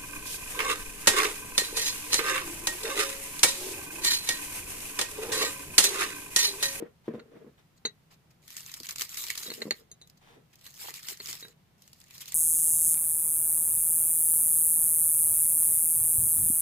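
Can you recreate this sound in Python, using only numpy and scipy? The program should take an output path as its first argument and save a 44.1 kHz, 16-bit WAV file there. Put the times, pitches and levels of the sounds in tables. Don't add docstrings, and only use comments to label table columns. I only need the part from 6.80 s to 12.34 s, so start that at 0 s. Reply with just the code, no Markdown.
import sys
import numpy as np
from scipy import signal
from scipy.fft import rfft, irfft, next_fast_len
from scipy.io import wavfile
from scipy.ndimage import uniform_filter1d, map_coordinates

SR = 44100
rng = np.random.default_rng(int(sys.argv[2]) if len(sys.argv) > 2 else 0)


def to_wav(s):
    ch = np.atleast_2d(s).T
    pcm = np.round(np.clip(ch, -1, 1) * 32767)
    wavfile.write(sys.argv[1], SR, pcm.astype(np.int16))


N = 244314

# (frequency [Hz], left-right correlation [0..1])
STEREO_LIKENESS = [(30, 0.4), (150, 0.93), (400, 0.47), (1000, 0.02), (2000, 0.14), (4000, 0.012),
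                   (12000, 0.016)]
# (frequency [Hz], left minus right [dB])
MIC_TILT = [(100, 0.5), (350, 2), (750, -4.5), (1250, 1), (2100, -2), (4000, 0.2), (8000, -0.5), (12500, 2)]
# (frequency [Hz], relative level [dB])
ROOM_TONE_EQ = [(20, -21.5), (70, -10.5), (110, -9), (150, -3), (200, -12), (280, -18), (500, -21.5),
                (1000, -24), (1500, -27), (3000, -29.5), (6000, -34.5), (9000, -38), (15000, -37)]
# (frequency [Hz], t60 [s])
ROOM_DECAY = [(200, 0.067), (2000, 0.16), (12000, 0.015)]
# (frequency [Hz], relative level [dB], t60 [s])
TABLE_MODES = [(164.6, -9.5, 0.21), (237, -0.5, 0.12), (310, 9.5, 0.027), (381, 8, 0.028),
               (453.8, -2.5, 0.11), (560, -31, 0.014), (1038, -11, 0.065), (1870, -24, 0.18)]
# (time [s], peak [dB], favoured pitch [Hz])
BUMPS = [(0.0239, -24.5, 340), (.28, -21.5, 337), (.288, -27.5, 430), (.338, -30, 395), (.345, -26.5, 305),
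         (.353, -29.5, 330), (.382, -36, 300), (0.539, -47, 450), (0.645, -40, 400), (0.665, -40, 290),
         (0.679, -42.5, 230), (0.712, -55, 280), (2.005, -43.5, 267), (2.683, -36, 337),
         (2.8544, -28.5, 233), (2.868, -31, 235), (2.879, -33.5, 444), (3.57, -48, 400)]
# (start [s], length [s], level [dB])
SHOVES = [(0, 0.056, -43.5), (.28, 0.054, -43), (.35, 0.061, -49.5), (.455, 0.068, -59), (.515, 0.04, -52),
          (.555, 0.072, -54), (.636, 0.053, -59), (2.64, 0.16, -59), (2.778, 0.051, -47), (2.87, 0.11, -68),
          (2.988, 0.025, -57.5), (3.5, 0.052, -63.5), (3.56, 0.03, -57), (4.655, 0.039, -60)]
# (frequency [Hz], relative level [dB])
SCRAPE_EQ = [(40, -30), (120, -28), (230, 0.5), (340, -6.5), (410, 1), (460, 9), (520, -7.5), (620, -8),
             (780, -18.5), (1600, -18), (3000, -29.5), (6000, -48.5), (15000, -51.5)]
# (frequency [Hz], relative level [dB], t60 [s])
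CHINA_MODES = [(1106, -7.5, 0.019), (1417, -13, 0.034), (1642, -8, 0.043), (1905, -16, 0.23),
               (2045, 4, 0.016), (2120, -11.5, 0.024), (2747, -15, 0.076), (3510, -15, 0.089),
               (3860, 0.5, 0.13), (4279, 6, 0.034), (4368, 2.5, 0.039), (4570, -23, .025),
               (4960, -8, 0.035), (6395, -3.5, 0.071), (7120, -3.5, 0.048), (7400, -10.5, 0.023),
               (9870, -15, 0.08), (10400, -15, 0.032), (14100, -22.5, 0.037)]
# (time [s], peak [dB], favoured mode [Hz], hardness [treble tilt, higher is brighter],
# low ring of the bowl [dB], finger damping [dB/s], peak of the thud through the table [dB])
TAPS = [(0.394, -41, 1370, -4, -4, 896, -60), (0.399, -38.5, 1380, -6, -5.5, 700, -60),
        (1.051, -17, 4100, 1.5, -1, 220, -32), (1.055, -21.5, 6300, 2.5, -1.5, 350, -47.5),
        (1.066, -32, 6350, 3.5, 4, 400, -41.5), (2.663, -31.5, 3900, 0, -8, 500, -43.5),
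        (2.701, -24.5, 4270, 2, 0, 600, -38.5), (2.716, -29.5, 4070, -3, -3, 500, -35.5),
        (2.818, -19.5, 4180, 2, 3.5, 1400, -37), (2.8225, -26.5, 2030, 5.5, 0, 899, -42),
        (2.9078, -11.5, 4280, 4, 4.5, 1500, -33), (2.921, -29, 4250, 9, -11, 900, -46),
        (3.114, -35.5, 6200, 11, 2, 200, -55), (3.214, -39, 3630, 6.5, -4, 30, -61),
        (4.401, -27.5, 4430, 0.5, 0, 902, -46), (4.406, -34, 4350, 0, 7, 900, -49),
        (4.625, -33.5, 3840, 2, 3, 48, -47.5), (4.649, -39, 1580, -5, -3, 502.5, -48.5)]
# (frequency [Hz], relative level [dB])
CLICK_EQ = [(200, -3), (500, -6), (2000, -7.5), (4500, -4.5), (7500, -47), (8700, -56), (10000, -36),
            (15000, -32)]
# (start [s], length [s], level [dB])
RUBS = [(.24, 0.031, -61), (.33, 0.026, -61), (.51, 0.084, -70), (.775, 0.018, -62), (1.3, 0.026, -63),
        (3.41, 0.052, -61.5), (3.47, 0.086, -60)]
# (frequency [Hz], relative level [dB])
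SKIN_EQ = [(150, -10), (500, -5), (760, -3), (960, -1.5), (1200, -8.5), (2000, -7.5), (3000, -9),
           (4500, -16), (8000, -21.5), (15000, -26)]
# (start [s], length [s], level [dB])
TOUCHES = [(.96, 0.022, -67), (1.303, 0.042, -61.5), (1.503, 0.0089, -58), (3.368, 0.01, -60),
           (3.727, 0.013, -58), (3.785, .008, -59), (3.81, 0.0097, -58.5)]
# (start [s], length [s], level [dB], pocket pitch [Hz])
PULLS = [(4.01, 0.014, -50, 1000), (4.039, 0.021, -50.5, 850), (4.08, 0.0087, -40, 950),
         (4.097, 0.014, -53, 358), (4.283, 0.019, -53, 900), (4.31, 0.014, -53, 370),
         (4.487, 0.017, -54, 1300)]
# (frequency [Hz], relative level [dB])
DOUGH_EQ = [(120, -46), (380, 4), (580, -7), (850, -5), (1150, -2.5), (1600, -10), (2500, -12), (6000, -17),
            (15000, -41)]
# (frequency [Hz], relative level [dB])
CRUST_EQ = [(120, -10.5), (240, -15.5), (400, -9.5), (700, -17.5), (1150, -4), (1500, -7), (2020, -2.5),
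            (2600, -1.5), (4180, 1.5), (7220, 1), (8200, -3), (9000, -15), (10500, -12.5), (12500, -12.5),
            (15000, -13.5)]
# (time [s], level [dB])
SQUEEZES = [
    [(1.62, -67), (1.665, -64), (1.712, -51), (1.8, -55.5), (1.856, -52.5), (2.12, -59.5), (2.147, -70),
     (2.2, -40), (2.245, -43.5), (2.277, -57.5), (2.31, -46), (2.47, -45), (2.55, -51), (2.636, -43),
     (2.78, -52.5), (2.93, -64.5), (3.0, -58.5), (3.06, -91)],
    [(3.7, -77), (3.8, -72), (3.86, -60), (3.925, -60.5), (3.99, -50.5), (4.1, -50), (4.128, -61),
     (4.16, -46), (4.215, -56), (4.27, -46.5), (4.32, -41), (4.358, -60), (4.39, -57.5), (4.43, -49.5),
     (4.526, -46.5), (4.656, -58), (4.73, -70.5)],
    [(4.98, -73), (5.058, -67.5), (5.19, -66.5), (5.29, -66), (5.34, -57), (5.482, -57), (5.54, -51)],
]
# (start [s], length [s], level [dB], hollow band gain [dB])
CRUNCHES = [(1.771, 0.027, -47.5, 1), (1.868, 0.028, -51.5, 2), (1.962, 0.014, -50, -2),
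            (2.042, .012, -47.5, 9), (2.087, 0.015, -44, 1), (2.121, 0.0052, -45, -12),
            (2.195, 0.019, -44, 13), (2.366, 0.062, -39.5, -11), (2.494, 0.011, -42, 8),
            (2.584, 0.046, -48, -15), (2.733, 0.017, -46.5, 4), (3.838, 0.0074, -53, 4),
            (3.852, 0.024, -52.5, 2), (3.999, 0.055, -46, -1.5), (4.07, 0.037, -47.5, 2),
            (4.226, 0.0055, -51.5, -8), (4.288, 0.024, -52, 8), (4.484, 0.026, -40.5, 1),
            (5.338, 0.023, -52.5, -10), (5.405, 0.011, -43, -6), (5.468, 0.027, -48.5, -10)]
# (time [s], level over 2 ms [dB], layer pitch [Hz])
SNAPS = [(1.679, -42, 1900), (1.704, -40.5, 2200), (1.7128, -48, 6180), (1.7671, -31.5, 7160),
         (1.8059, -39.0, 6900), (1.8292, -49, 4770), (1.8623, -38, 7000), (1.916, -39.5, 6410),
         (1.9398, -31.5, 6360), (2.0009, -35.5, 4800), (2.0324, -37, 4440), (2.0567, -38, 2370),
         (2.068, -35.5, 6900), (2.089, -30, 6410), (2.1082, -30.0, 6180), (2.159, -31.5, 7200),
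         (2.183, -31.5, 4280), (2.1955, -32.0, 2120), (2.2095, -26.5, 6900), (2.2185, -24.5, 5740),
         (2.2927, -37, 6900), (2.344, -33.0, 6650), (2.3721, -32.5, 6410), (2.4391, -30.5, 5330),
         (2.4667, -34.0, 4280), (2.4842, -33.0, 4280), (2.5023, -22.0, 2030), (2.5536, -33, 3970),
         (2.5757, -30.0, 6410), (2.5789, -30, 4280), (2.6319, -33.5, 5740), (2.7388, -38.5, 1910),
         (3.274, -52, 7160), (3.2983, -50, 4720), (3.7558, -51.5, 5960), (3.8111, -54.0, 3970),
         (3.8646, -42, 3970), (3.906, -50, 8000), (3.9408, -47, 5960), (4.1398, -34.5, 4800),
         (4.1922, -44, 2960), (4.23, -42, 4770), (4.2853, -28, 6700), (4.3723, -44, 5740),
         (4.4583, -33, 5330), (4.4719, -36, 6850), (4.5284, -31.5, 5530), (4.552, -39.0, 5140),
         (4.6062, -42, 4800), (4.6823, -48.0, 4770), (5.021, -48.5, 5740), (5.077, -49, 6410),
         (5.131, -45.5, 4770), (5.202, -50, 7710), (5.2144, -49, 4770), (5.2398, -53, 7430),
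         (5.2831, -59, 5530), (5.3081, -45, 3070), (5.38, -40.5, 4950), (5.4057, -43, 5330),
         (5.4568, -41, 4280), (5.4801, -38.0, 6700), (5.5213, -31.5, 7710)]

TOP_HZ = 15150
CRACK_RISE_S, CRACK_RUN_S = 0.0005, 0.0011


def amp(db):
    return np.exp(np.asarray(db) * (np.log(10) / 20))


def unit(x):
    return x / np.sqrt(np.mean(x ** 2) + 1e-20)


def to_peak(x, db):
    return amp(db) * x / np.abs(x).max()


def along(points, hz):
    f, v = np.transpose(points)
    return np.interp(np.log(hz + 1), np.log(f + 1), v)


def bell(hz, centre_hz, octaves):
    return np.exp(-(np.log2((hz + 1) / centre_hz) / octaves) ** 2)


def filtered(x, response):
    n = x.shape[-1]
    m = next_fast_len(n + 2048)
    return irfft(rfft(x, m) * response(np.fft.rfftfreq(m, 1 / SR)), m)[..., :n]


def spread(pair, eq):
    angle = lambda hz: np.arccos(np.clip(along(STEREO_LIKENESS, hz), -1, 1)) / 2
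    mid, side = filtered(pair, lambda hz: amp(along(eq, hz)) * [np.cos(angle(hz)), np.sin(angle(hz))])
    return unit(np.array([mid + side, mid - side]))


def wobble(rate_hz, n=N):
    knots = rng.standard_normal(int(n * rate_hz / SR) + 4)
    return map_coordinates(knots, [np.arange(n) * rate_hz / SR])


def add(track, s, sound):
    i = max(round(s * SR), 0)
    track[:, i:i + sound.shape[1]] += sound[:, :max(N - i, 0)]


def burst(t, rise_s, decay_s):
    return rng.standard_normal((2, len(t))) * (1 - np.exp(-(t / rise_s) ** 2)) * np.exp(-t / decay_s)


def strokes(rows, attack_s, release_s, sag_db_per_s=0):
    t, gain = np.arange(N) / SR, np.zeros(N)
    for start, length, db in rows:
        first = max(int(start * SR), 0)
        age = np.maximum(t[first:first + SR // 3] - start, 0)
        shape = (1 - np.exp(-age / attack_s)) * np.exp(-np.maximum(age - length, 0) / release_s)
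        gain[first:first + len(age)] += amp(db - sag_db_per_s * age) * shape
    return gain


def swarm(eq, per_s, scatter_db, clump_db, decay_s, voices=3):
    t = np.arange(SR // 200) / SR
    pair = np.zeros((2, N))
    for _ in range(voices):
        onsets = (np.cumsum(rng.exponential(size=N // 20)) * SR * voices / per_s).astype(int)
        sizes = amp(scatter_db * np.minimum(rng.standard_normal(len(onsets)), 2))
        impulses = np.bincount(onsets[onsets < N], sizes[onsets < N], N)
        pair += signal.oaconvolve(impulses[None], burst(t, decay_s / 2, decay_s), axes=1)[:, :N]
    return spread(pair * amp(clump_db * np.tanh(wobble(120))), eq)


def ring(modes, t, apart_rad, scatter_db, detune):
    hz, db, t60 = np.transpose(modes)[..., None]
    strength, phase, shift = rng.standard_normal((3, len(modes), 1))
    lead = np.minimum(hz / 4000, 1) * (2 * phase + apart_rad / 2 * np.array([1, -1])[:, None, None])
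    cycles = hz * (1 + detune * shift) * t
    envelopes = amp(db + scatter_db * strength - 60 * t / t60)
    return np.sum(envelopes * np.sin(2 * np.pi * cycles + lead), axis=1)


def room_tone():
    return amp(-64) * spread(rng.standard_normal((2, N)), ROOM_TONE_EQ)


def room_tail(send):
    noise = spread(rng.standard_normal((2, SR // 3)), [(200, 0), (12000, 0.014)])
    hz, t, bands = signal.stft(noise, SR, nperseg=256)
    tail = signal.istft(bands * amp(-60 * t / along(ROOM_DECAY, hz)[:, None]), SR, nperseg=256)[1]
    tail = np.pad(tail / np.linalg.norm(tail[0]), ((0, 0), (SR // 200, 0)))
    return signal.fftconvolve(send, tail, axes=1)[:, :N]


def table_top():
    out, t = np.zeros((2, N)), np.arange(SR // 7) / SR
    bumps = [(s, db, hz, 6.5) for s, db, hz in BUMPS]
    knocks = [(s, thud_db, 400, 9) for s, *_, thud_db in TAPS]
    for s, db, pitch_hz, boost_db in bumps + knocks:
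        thud = ring(TABLE_MODES, t, apart_rad=0.25, scatter_db=2, detune=0.043)
        thud *= 1 - np.exp(-t / 0.00097)
        grit = amp(-21) * spread(burst(t, 0.00023, 0.0084), SCRAPE_EQ)
        blow = filtered(thud + grit, lambda hz: amp(boost_db * bell(hz, pitch_hz, 0.4)))
        add(out, s, to_peak(blow, db))
    scrape = unit(spread(rng.standard_normal((2, N)), SCRAPE_EQ) * amp(2.83 * wobble(70)))
    sliding = strokes(SHOVES, attack_s=0.0017, release_s=0.025, sag_db_per_s=39)
    low_cut = signal.butter(3, 135, 'high', fs=SR, output='sos')
    return signal.sosfilt(low_cut, out + sliding * scrape)


def plate_clinks():
    out, t = np.zeros((2, N)), np.arange(SR // 6) / SR
    attack = 1 - np.exp(-(t / 0.0014) ** 2)
    for s, db, mode_hz, hardness, bowl_db, damping_db_per_s, _ in TAPS:
        modes = ring(CHINA_MODES, t, apart_rad=-2, scatter_db=1.2, detune=0.0067)
        chatter = amp(5 * np.tanh(wobble(450, len(t))))
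        tone = modes * amp(-damping_db_per_s * t) * chatter * attack
        click = amp(-23) * spread(burst(t, 0.00042, 0.0055), CLICK_EQ)
        tilt = [(2600, 6.5 - 1.14 * hardness), (3500, 0.0007), (4800, 0),
                (6000, 0.61 * hardness), (11000, 2.1 * hardness)]
        eq = lambda hz: amp(along(tilt, hz) + 11 * bell(hz, mode_hz, 0.11)
                            + bowl_db * bell(hz, 2000, 0.25))
        add(out, s, to_peak(filtered(tone + click, eq), db))
    low_cut = signal.butter(2, 250, 'high', fs=SR, output='sos')
    return signal.sosfilt(low_cut, out)


def skin_rubs():
    slips = swarm(SKIN_EQ, per_s=2800, scatter_db=-0.5, clump_db=1, decay_s=0.0013)
    return strokes(RUBS, attack_s=0.0061, release_s=0.022) * slips


def dough_tears():
    fibres = swarm(DOUGH_EQ, per_s=900, scatter_db=3, clump_db=2, decay_s=0.00095)
    out = np.zeros((2, N))
    for s, length, db, pitch_hz in PULLS:
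        pocket = unit(filtered(fibres, lambda hz: amp(13 * bell(hz, pitch_hz, 0.7))))
        out += strokes([(s, length, db)], attack_s=0.0035, release_s=0.0043) * pocket
    return out


def crust_chips(per_s=220, centre_hz=4610, spread_octaves=0.655, decay_cycles=4):
    out, t = np.zeros((2, N)), np.arange(SR // 70) / SR
    count = int(per_s * N / SR)
    times = rng.uniform(0, N / SR, count)
    traits = np.clip(rng.standard_normal((count, 4)), -2, 2)
    for s, (pitch, size, left, right) in zip(times, traits):
        cycles = centre_hz * 2 ** (spread_octaves * pitch) * t
        phase = np.pi * np.array([[left], [right]])
        envelope = amp(1.7 * size) * (np.exp(-cycles / decay_cycles) - np.exp(-cycles))
        add(out, s, envelope * np.sin(2 * np.pi * cycles + phase))
    return unit(out)


def crust_hollows(pair, depth_db):
    bands = signal.stft(pair, nperseg=256)[2]
    colour = uniform_filter1d(rng.standard_normal(bands.shape[1:]), size=5, axis=0)
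    colour = uniform_filter1d(colour, size=9, axis=1)
    return signal.istft(bands * amp(depth_db * unit(colour)), nperseg=256)[1][:, :N]


def breaking(crunches):
    t = np.arange(N) / SR
    steady = sum(amp(np.interp(t, *np.transpose(bout), left=-120, right=-120)) for bout in SQUEEZES)
    caving = strokes(crunches, attack_s=0.00067, release_s=0.011)
    crumbs = strokes([(s, 0, db - 12.5) for s, db, _ in SNAPS], attack_s=CRACK_RUN_S, release_s=0.0086)
    return np.sqrt(steady ** 2 + caving ** 2 + crumbs ** 2)


def crust_crackle(firm_db=-50, crossover_hz=8700, hollow_hz=1780):
    flakes = swarm(CRUST_EQ, per_s=2200, scatter_db=-1, clump_db=2, decay_s=0.00047)
    flakes = crust_hollows(flakes, depth_db=3.5)
    stray_snaps = swarm(CRUST_EQ, per_s=110, scatter_db=0.5, clump_db=0, decay_s=0.00093)
    flakes = flakes + amp(-9.5) * stray_snaps + amp(-7) * crust_chips()
    dust = swarm(CRUST_EQ, per_s=3400, scatter_db=-0.5, clump_db=2.5, decay_s=0.00079)
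    lows = lambda hz: 1 / (1 + (hz / crossover_hz) ** 10)
    thick = unit(filtered(flakes, lows))
    thin = unit(filtered(flakes + amp(0.5) * dust, lambda hz: 1 - lows(hz)))
    pockets = filtered(thick, lambda hz: bell(hz, hollow_hz, 0.51))
    avalanches = amp(1.3 * wobble(330) - firm_db)
    force = avalanches * breaking([(s, length, db) for s, length, db, _ in CRUNCHES])
    hollow_force = avalanches * breaking([(s, length, db + lift) for s, length, db, lift in CRUNCHES])
    crackle = amp(firm_db - 0.5) * (force * (thick - pockets) + hollow_force * pockets)
    fizz = amp(firm_db + 0.5) * force ** 1.09 * thin
    fingertips = strokes(TOUCHES, attack_s=0.0097, release_s=0.0044) * (thick + amp(-5) * thin)
    return crackle + fizz + fingertips


def layer_snaps(lead_in_s=0.0023, splinter_s=0.0059, typical_db=-29):
    out, t = np.zeros((2, N)), np.arange(-SR // 125, SR // 50) / SR
    run = np.exp(-np.abs(t) / np.where(t < 0, CRACK_RISE_S, CRACK_RUN_S))
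    skirt = amp(-13) * np.exp(-np.abs(t) / np.where(t < 0, lead_in_s, splinter_s))
    level_trim = np.sqrt(0.002 / np.ptp(t))
    for s, db, pitch_hz in SNAPS:
        crack = spread(rng.standard_normal((2, len(t))) * (run + skirt), CRUST_EQ)
        thickness_db = db - typical_db
        edge_db = 10 - 0.2 * thickness_db
        body_db = 0.86 * max(thickness_db, 0)
        eq = lambda hz: (hz < TOP_HZ) * amp(7 * bell(hz, pitch_hz, 0.29) + body_db * bell(hz, 1950, 0.91)
                                            + edge_db * np.clip((hz - 7500) / 2500, 0, 1))
        add(out, s + 2 * CRACK_RISE_S + t[0], amp(db) * level_trim * unit(filtered(crack, eq)))
    return out


def scene():
    pastry = crust_crackle() + dough_tears() + layer_snaps() + skin_rubs()
    china, wood = plate_clinks(), table_top()
    reverb_send = amp(-14.5) * pastry + amp(-18) * china + amp(-16) * wood
    return pastry + china + wood + room_tone() + room_tail(reverb_send)


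def record(dry):
    pair = filtered(dry, lambda hz: amp(along(MIC_TILT, hz) * np.array([[.5], [-.5]])))
    return filtered(pair, lambda hz: 1 / np.sqrt(1 + (hz / TOP_HZ) ** 160))


dry = scene()
out = record(dry)
to_wav(out)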